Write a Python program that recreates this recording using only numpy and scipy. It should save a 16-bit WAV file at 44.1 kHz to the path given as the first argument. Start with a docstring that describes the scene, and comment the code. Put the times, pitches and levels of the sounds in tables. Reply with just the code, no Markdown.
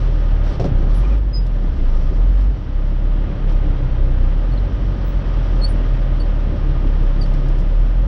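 """The engine of a diesel truck booms at low revs, heard from inside the cab, over tyre rumble.
A snow plow's blade scrapes, spray hisses, and the edge chatters over hard ground.
The plow bangs and the chassis thumps; short high squeaks and ticks of loose trim follow.
Engine and squeaks are phase-driven tones; road, chatter and ticks are coloured noise;
knocks mix a noise clash with ringing modes, and thumps are damped sines."""
import sys
import numpy as np
from scipy import signal
from scipy.fft import rfft, irfft, next_fast_len
from scipy.io import wavfile
from scipy.ndimage import uniform_filter1d, minimum_filter1d

SR = 44100
rng = np.random.default_rng(int(sys.argv[2]) if len(sys.argv) > 2 else 0)


def to_wav(s):
    """Save 16-bit WAV."""
    ch = np.atleast_2d(s).T  # columns
    pcm = np.round(np.clip(ch, -1, 1) * 32767)  # PCM
    wavfile.write(sys.argv[1], SR, pcm.astype(np.int16))


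N = 355887
BAND_LIMIT_HZ = 15900


def amp(db):
    """Decibels to linear amplitude."""
    return 10 ** (np.asarray(db) / 20)


def unit(x):
    """Scales a signal to rms 1."""
    return x / np.sqrt(np.mean(x ** 2) + 1e-20)


def curves(rows):
    """Interpolates each column after the time column, sample by sample."""
    time_s, *columns = np.transpose(rows)
    return [np.interp(np.arange(N) / SR, time_s, column) for column in columns]


def resonance(hz, centre_hz, width_hz):
    """Bump of height 1 at the centre, 1/2 at the edges of its width."""
    return 1 / (1 + (2 * (hz - centre_hz) / width_hz) ** 2)


def colour(x, spectrum, peaks=()):
    """Filters by a smooth spectrum plus resonant bumps; rms 1."""
    hz = np.fft.rfftfreq(len(x), 1 / SR)
    point_hz, point_db = np.transpose(spectrum)
    gain_db = np.interp(np.log(hz + 1), np.log(point_hz), point_db)
    for centre_hz, width_hz, boost_db in peaks:
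        gain_db = gain_db + boost_db * resonance(hz, centre_hz, width_hz)
    return unit(irfft(rfft(x) * amp(gain_db), len(x)))


def wander(hz, size=N):
    """Smooth random drift: noise with a Gaussian low-pass at hz, rms 1 over the scene."""
    length = next_fast_len(N)
    f = np.fft.rfftfreq(length, 1 / SR)
    spectrum = rfft(rng.standard_normal(length)) * np.exp(-(f / hz) ** 2)
    return unit(irfft(spectrum))[:size]


def arch(start_s, length_s):
    """Rises from 0 to 1 and back over the given stretch."""
    progress = np.clip((np.arange(N) / SR - start_s) / length_s, 0, 1)
    return np.sqrt(abs(np.sin(np.pi * progress)))


def add(mix, start_s, sound):
    """Adds a sound into the mix in place, cut at the end."""
    part = mix[max(round(start_s * SR), 0):][:len(sound)]
    part += sound[:len(part)]


# engine speed, rising with the throttle and sagging after it: time_s, firing_rate_hz
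REVS = [(0.0, 38.6), (0.4, 37.6), (0.84, 31.75), (0.97, 41.5), (1.08, 48.5), (1.19, 50.35), (1.78, 30.43),
        (1.95, 27.44), (2.04, 29.18), (2.29, 44.07), (2.51, 47.97), (2.68, 33.46), (2.83, 33.15),
        (3.14, 36.64), (3.8, 32.62), (4.25, 30.53), (4.56, 44.65), (4.99, 44.6), (5.3, 41.3), (7.1, 33.66),
        (7.6, 33.69), (8.07, 42.97)]


def firing_angle():
    """Phase of the engine: one turn for each firing."""
    return 2 * np.pi * np.cumsum(curves(REVS)[0]) / SR


# boom at the firing rate: time_s, level_db
BOOM = [(0, -14.5), (.8, -13), (.95, -12.5), (1.2, -11.5), (1.5, -16), (1.92, -12), (2.45, -12.5),
        (2.8, -15.5), (3.6, -13), (4.5, -14), (5, -18), (5.6, -13.5), (6.4, -15.5), (7, -14), (8.07, -12.5)]
# brief dips of the boom: middle_s, half_length_s, depth_db
BOOM_DIPS = [(0.624, 0.11, 6.5), (1.281, 0.076, 7), (1.77, 0.068, 10), (2.128, 0.02, 8), (2.646, 0.1, 10),
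             (3.35, 0.083, 8), (3.865, 0.19, 2.5), (4.699, 0.024, 10), (4.785, .025, 5), (4.97, 0.036, 6),
             (5.135, 0.028, 7), (5.23, 0.026, 11), (6.57, 0.04, 3.5), (6.739, .035, 3)]
# main overtones before cab lift: time_s, order_2_db, order_3_db, order_4_db, order_10_3_db
OVERTONES = [(0, -30, -36, -51, -41.5), (.35, -27.5, -39, -45.5, -41), (.7, -33, -47, -37, -45),
             (1.05, -36.5, -40, -50, -47), (1.6, -34, -46, -45.5, -41), (1.9, -29.5, -44.5, -46, -47.5),
             (2.55, -36.5, -47, -53, -54), (2.9, -32.5, -45, -42.5, -43.5), (4.1, -33.5, -35.5, -34.5, -43),
             (4.45, -35.5, -39.5, -45.5, -45.5), (4.8, -29, -38.5, -46.5, -52),
             (5.2, -32, -43.5, -48, -38.5), (5.7, -31, -43, -52, -41), (6.05, -35.5, -44, -47.5, -36.5),
             (6.65, -28, -46, -34, -42.5), (7.1, -37, -45, -40.5, -45), (7.4, -44, -46, -34.5, -46),
             (7.8, -32, -40.5, -46.5, -40.5), (8.07, -38, -42.5, -48, -44)]
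# weaker engine orders before cab lift: multiple_of_firing_rate, level_db
WEAK_ORDERS = [(4 / 3, -43.5), (8 / 3, -42), (5, -46), (6.5, -51), (9, -53.5), (16 / 3, -49.5)]
# cab air resonances: centre_hz, width_hz, boost_db
CAB_AIR = [(63, 13, 10.5), (128.9, 23.2, 8), (170.4, 11, 7.5)]
BOOM_WAVER_DB, WAVER_DB_PER_DIP_DB = 1.25, 0.37


def engine(angle):
    """Firing-rate boom in the closed cab; overtones swell in its resonances, roughened by uneven combustion."""
    rate_hz, t = curves(REVS)[0], np.arange(N) / SR
    dip_db = sum(depth_db * np.exp(-((t - middle_s) / half_s) ** 4)
                 for middle_s, half_s, depth_db in BOOM_DIPS)
    waver_db = (BOOM_WAVER_DB + WAVER_DB_PER_DIP_DB * dip_db) * wander(hz=22.2)
    out = amp(curves(BOOM)[0] - dip_db + waver_db) * np.cos(angle)
    muffle_db = -.3 * np.maximum(rate_hz - 44, 0)  # high revs soften the overtones
    main_orders = list(zip([2, 3, 4, 10 / 3], curves(OVERTONES)))
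    for multiple, level_db in main_orders + list(WEAK_ORDERS):
        lift_db = sum(boost_db * resonance(multiple * rate_hz, centre_hz, width_hz)
                      for centre_hz, width_hz, boost_db in CAB_AIR)
        if multiple % 1:
            offset_rad = 2 * np.pi * rng.random()
        else:
            offset_rad = np.pi / 2 * (multiple - 1)  # whole orders lock into one steep stroke
        phase = multiple * angle + offset_rad + 0.27 * wander(hz=16.0)
        order_db = level_db + lift_db + muffle_db + 1.5 * wander(hz=7.1)
        out += amp(order_db) * np.cos(phase)
    return np.sqrt(2) * out  # peak to rms levels


# driving levels: time_s, rumble_db, scrape_db, hiss_db
DRIVE = [(0, -28, -37.5, -54), (.36, -28.5, -38, -60), (.72, -24, -38.5, -62.5), (.95, -26.5, -38, -54.5),
         (1.15, -25.5, -38.5, -57), (1.21, -31.5, -43, -65.5), (1.95, -27, -39.5, -56.5),
         (2.42, -30.5, -40.5, -62.5), (2.54, -31.5, -43, -61.5), (3.4, -27, -38, -62),
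         (4.8, -27.5, -38.5, -59.5), (5.6, -26.5, -36, -56), (6.1, -28, -37.5, -59.5),
         (7.45, -26, -37.5, -58.5), (8.07, -31.5, -40, -61.5)]
# blade drags over hard patches: start_s, length_s, scrape_boost_db, hiss_boost_db
DRAGS = [(0.426, 0.16, 2.5, 11), (3.47, 0.066, 1.5, 6)]
# tyre and chassis rumble spectrum: freq_hz, relative_density_db
RUMBLE_COLOUR = [(12, -8), (26, 5), (55, -3), (90, 2.5), (128, 0.5), (155, -3), (185, -3), (222, -7.5),
                 (295, -5), (380, -12), (480, -16.5), (700, -22), (1500, -75.5)]
# cab boom excited by the tyres: centre_hz, width_hz, boost_db
RUMBLE_PEAKS = [(127.5, 11, 4.5), (245, 10, 1.5), (287, 16, 2)]
# blade scrape spectrum: freq_hz, relative_density_db
SCRAPE_COLOUR = [(150, -25.5), (400, -2), (570, 5), (700, -3.5), (900, -1), (1100, -4.5), (1500, -6),
                 (1900, -8), (2300, -13), (3150, -13), (3800, -19.5), (5000, -28), (6500, -42), (9000, -72)]
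# cab panel resonances excited by the scrape: centre_hz, width_hz, boost_db
PANELS = [(555, 92, 4), (786, 45, 4), (1231, 42, 7.5), (3100, 350, 1.5)]
# snow spray spectrum: freq_hz, relative_density_db
HISS_COLOUR = [(1500, -34.5), (3500, 2), (4700, 1), (5200, 1.5), (5650, 3), (6100, -5), (6600, -13.5),
               (7800, -16), (8700, -22.5), (10500, -21), (11500, -52.5), (16000, -77.5)]
CLATTER_DEPTH = 0.067


def road(angle):
    """Tyres shake the chassis, the blade grinds over packed snow, and spray hisses on the cab."""
    rumble_db, scrape_db, hiss_db = curves(DRIVE)
    for start_s, length_s, scrape_boost_db, hiss_boost_db in DRAGS:
        drag = arch(start_s, length_s)
        scrape_db = scrape_db + scrape_boost_db * drag
        hiss_db = hiss_db + hiss_boost_db * drag
    tyres, blade, spray = rng.standard_normal((3, N))
    clatter = 1 + CLATTER_DEPTH * np.cos(angle)  # diesel clatter swells at every firing
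    rumble = colour(tyres, RUMBLE_COLOUR, RUMBLE_PEAKS) * amp(rumble_db + 1.1 * wander(hz=16.0))
    scrape = colour(blade * clatter, SCRAPE_COLOUR, PANELS) * amp(scrape_db + .5 * wander(hz=27))
    hiss = colour(spray * clatter, HISS_COLOUR) * amp(hiss_db + 0.73 * wander(hz=20))
    return rumble + scrape + hiss


def cab(x):
    """Glass and trim return a dense, very short echo."""
    t = np.arange(4096) / SR
    echo = rng.standard_normal(len(t)) * amp(-60 * t / 0.07) * (t > .002)
    echo /= np.linalg.norm(echo)
    return x + amp(-9.0) * signal.oaconvolve(x, echo)[:N]


# edge chatter over hard ground, before cab echo: start_s, length_s, level_db
CHATTERS = [(0.492, .08, -48), (.8, 0.42, -47)]
# slip grain spectrum: freq_hz, relative_density_db
EDGE_COLOUR = [(300, -21), (900, 5), (1800, -6), (3000, -20), (6000, -30), (10000, -59)]
# ring of the steel edge: centre_hz, width_hz, boost_db
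EDGE_RINGS = [(1220, 81, 11), (2350, 140, 16)]
MEAN_SLIPS_PER_S = 570


def chatter():
    """The steel edge catches and slips on hard ground: uneven grains that ring the blade."""
    grip = sum(amp(level_db) * arch(start_s, length_s) for start_s, length_s, level_db in CHATTERS)
    slips = (rng.random(N) < MEAN_SLIPS_PER_S / SR) * rng.standard_normal(N)
    return cab(colour(slips, EDGE_COLOUR, EDGE_RINGS) * grip)


# plow knocks: start_s, level_db, clash_t60_s, treble_db
KNOCKS = [(.597, -17, 0.13, 1), (0.610, -21.5, 0.12, 1.5), (0.628, -26.5, .08, -5),
          (.642, -18.5, 0.079, -0.5), (0.653, -25.5, 0.12, 4), (.683, -27, .1, -6), (0.717, -27, .08, -9),
          (0.749, -29, .08, -6), (0.786, -36, 0.14, 2), (.818, -36, .1, 3.5), (2.112, -19, 0.22, -20.5),
          (3.29, -23, 0.22, -24)]
# linkage clash spectrum: freq_hz, relative_density_db
KNOCK_COLOUR = [(50, -15), (120, 7), (200, -3.5), (330, -2), (480, -3.5), (680, -5.5), (1000, -14.5),
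                (2000, -24.5), (3500, -27), (4600, -30), (5700, -29.5), (6800, -40.5), (10000, -54),
                (15000, -74)]
# plow frame modes: pitch_hz, relative_level_db, t60_s
FRAME = [(126, 0.5, 0.23), (178, 3.5, 0.16), (268, -1, .15), (373, 4.5, 0.14), (438, 3.5, 0.11),
         (565, 8.5, 0.08), (672, 2, 0.059)]
RING_PEAK_DB, CLASH_DB = 8, -1.5  # relative to each knock
RING_SPREAD_DB, RING_DETUNE_RATIO = 2.5, 0.029  # standard deviations from blow to blow


def knocks():
    """The blade trips and drops back: a linkage clash and a short frame ring, different at every blow."""
    out, t = np.zeros(N), np.arange(SR // 2) / SR
    low_pass = signal.butter(2, 260, fs=SR, output="sos")
    for start_s, level_db, clash_t60_s, treble_db in KNOCKS:
        clash = colour(rng.standard_normal(len(t)), KNOCK_COLOUR) * amp(-60 * t / clash_t60_s)
        ring = np.zeros(len(t))
        for pitch_hz, mode_db, t60_s in FRAME:
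            blow_db = mode_db + RING_SPREAD_DB * rng.standard_normal()
            blow_hz = pitch_hz * (1 + RING_DETUNE_RATIO * rng.standard_normal())
            ring += amp(blow_db - 60 * t / t60_s) * np.sin(2 * np.pi * blow_hz * t)
        blow = amp(CLASH_DB) * clash + amp(RING_PEAK_DB) * ring / abs(ring).max()
        thud = signal.sosfilt(low_pass, blow)
        onset = 1 - np.exp(-t / 0.00059)
        add(out, start_s, amp(level_db) * onset * (thud + amp(treble_db) * (blow - thud)))
    return out


# chassis thumps as the blade lands: start_s, pitch_hz, level_db
THUMPS = [(.604, 125, -11), (0.679, 107, -18), (0.715, 116, -10), (0.747, 125, -20), (2.125, 85, -18)]
THUMP_RISE_S = 0.004


def thumps():
    """A few heavy swings of the chassis, quickly damped."""
    out, t = np.zeros(N), np.arange(SR // 5) / SR
    swing = t / THUMP_RISE_S * np.exp(1 - t / THUMP_RISE_S)
    for start_s, pitch_hz, level_db in THUMPS:
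        add(out, start_s, amp(level_db) * swing * np.sin(2 * np.pi * pitch_hz * t))
    return out


# squeaks before cab echo:
# start_s, length_s, start_hz, middle_hz, end_hz, level_db, octave_db (relative), flutter (0-1)
SQUEAKS = [(0.936, 0.094, 10300, 10500, 10450, -59, -40, 0.3), (1.04, .04, 2480, 2350, 2250, -50, -36, 0.6),
           (1.091, 0.09, 2430, 2389, 2350, -53, -33, 0.63),
           (1.327, 0.092, 5054, 5006, 4950, -38.5, -34, .04), (1.402, .02, 4990, 4990, 4960, -56, -30, .1),
           (1.422, 0.039, 4910, 4890, 4900, -56, -30, .15),
           (4.518, 0.04, 4377, 4290, 4240, -54.5, -19, 0.4), (4.574, 0.023, 4100, 3980, 3900, -50, -29, .9),
           (5.044, 0.081, 15900, 15550, 15710, -57, -40, .5), (5.1, .07, 15700, 15700, 15720, -74, -40, .3),
           (5.613, 0.032, 4305, 4280, 4304, -38.5, -31, 0.4),
           (5.627, 0.054, 4213, 4460, 4540, -31, -24, .25), (5.68, 0.071, 9200, 9230, 9220, -54, -40, 0.7),
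           (6.199, 0.017, 4670, 4450, 4430, -43.5, -18, 0.14),
           (6.209, 0.025, 4400, 4500, 4520, -48, -22, 0.2), (7.21, 0.024, 4800, 4577, 4317, -38, -24, 0.33),
           (7.234, .022, 4400, 4490, 4580, -48, -24, 0.3), (.945, .065, 13800, 13570, 13500, -72, -40, .4),
           (2.005, .03, 14350, 14100, 14280, -72, -40, .3)]


def squeaks():
    """Stick-slip squeals: a gliding tone with weak overtones that flutters as the grip changes."""
    out = np.zeros(N)
    for start_s, length_s, start_hz, middle_hz, end_hz, level_db, octave_db, flutter in SQUEAKS:
        progress = np.linspace(0, 1, int(length_s * SR))
        grip = wander(hz=170, size=len(progress))
        glide_hz = np.interp(progress, [0, .5, 1], [start_hz, middle_hz, end_hz])
        angle = 2 * np.pi * np.cumsum(glide_hz + 120 * flutter * grip) / SR
        swell = np.sin(np.pi * progress ** 0.64) ** 2 * abs(1 + flutter * grip)
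        harmonics_db = enumerate([0, octave_db, octave_db - 18], 1)
        tone = sum(amp(harmonic_db) * np.sin(k * angle)
                   for k, harmonic_db in harmonics_db if k * end_hz < BAND_LIMIT_HZ)
        add(out, start_s, amp(level_db) * unit(swell * tone))
    return cab(out)


# single taps of the trim: start_s, level_db
TICKS = [(.945, -49), (1.177, -55), (1.466, -49), (2.41, -50), (3.495, -56), (3.52, -52), (7.337, -46),
         (7.367, -61), (7.485, -47.5), (7.603, -50), (7.80, -57)]
# trim rattles, one tap per firing: start_s, length_s, mean_level_db
RATTLES = [(2.332, .13, -54.5), (7.21, .1, -51), (7.561, .05, -48)]
# tap spectrum: freq_hz, relative_density_db
TICK_COLOUR = [(800, -22), (3000, 2), (5500, 3), (6800, -9), (8500, -12.5), (10300, -9), (12000, -19.5),
               (15000, -58)]
TICK_T60_S = 0.071


def ticks(angle):
    """Loose trim taps: short, bright bursts, alone or shaken out by the firings."""
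    out, t = np.zeros(N), np.arange(2048) / SR
    firings_s = np.flatnonzero(np.diff(angle // (2 * np.pi))) / SR
    shaken = [(firing_s, level_db + 2.0 * rng.standard_normal())
              for start_s, length_s, level_db in RATTLES
              for firing_s in firings_s if start_s <= firing_s < start_s + length_s]
    for start_s, level_db in list(TICKS) + shaken:
        burst = colour(rng.standard_normal(len(t)), TICK_COLOUR)
        add(out, start_s, amp(level_db - 60 * t / TICK_T60_S) * burst)
    return out


def scene():
    """Sums all sources into one channel."""
    angle = firing_angle()
    plow = chatter() + knocks() + thumps()
    trim = squeaks() + ticks(angle)
    return (engine(angle) + road(angle) + plow + trim)[None]


LIMIT_DB, LIMIT_WINDOW_SAMPLES, FADE_S = -6.2, 1323, .003


def record(dry):
    """A fast limiter holds the crests; short fades at both ends, then the band limit."""
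    crest = -minimum_filter1d(-abs(dry), size=LIMIT_WINDOW_SAMPLES)  # running maximum
    gain = np.minimum(amp(LIMIT_DB) / (crest + 1e-9), 1)
    gain = uniform_filter1d(gain, size=LIMIT_WINDOW_SAMPLES)
    samples_to_end = np.minimum(np.arange(N), np.arange(N)[::-1])
    fade = np.minimum(samples_to_end / (FADE_S * SR), 1)
    low_pass = signal.firwin(511, BAND_LIMIT_HZ, window=("kaiser", 9), fs=SR)
    return signal.oaconvolve(dry * gain * fade, low_pass[None], "same")


dry = scene()
out = record(dry)
to_wav(out)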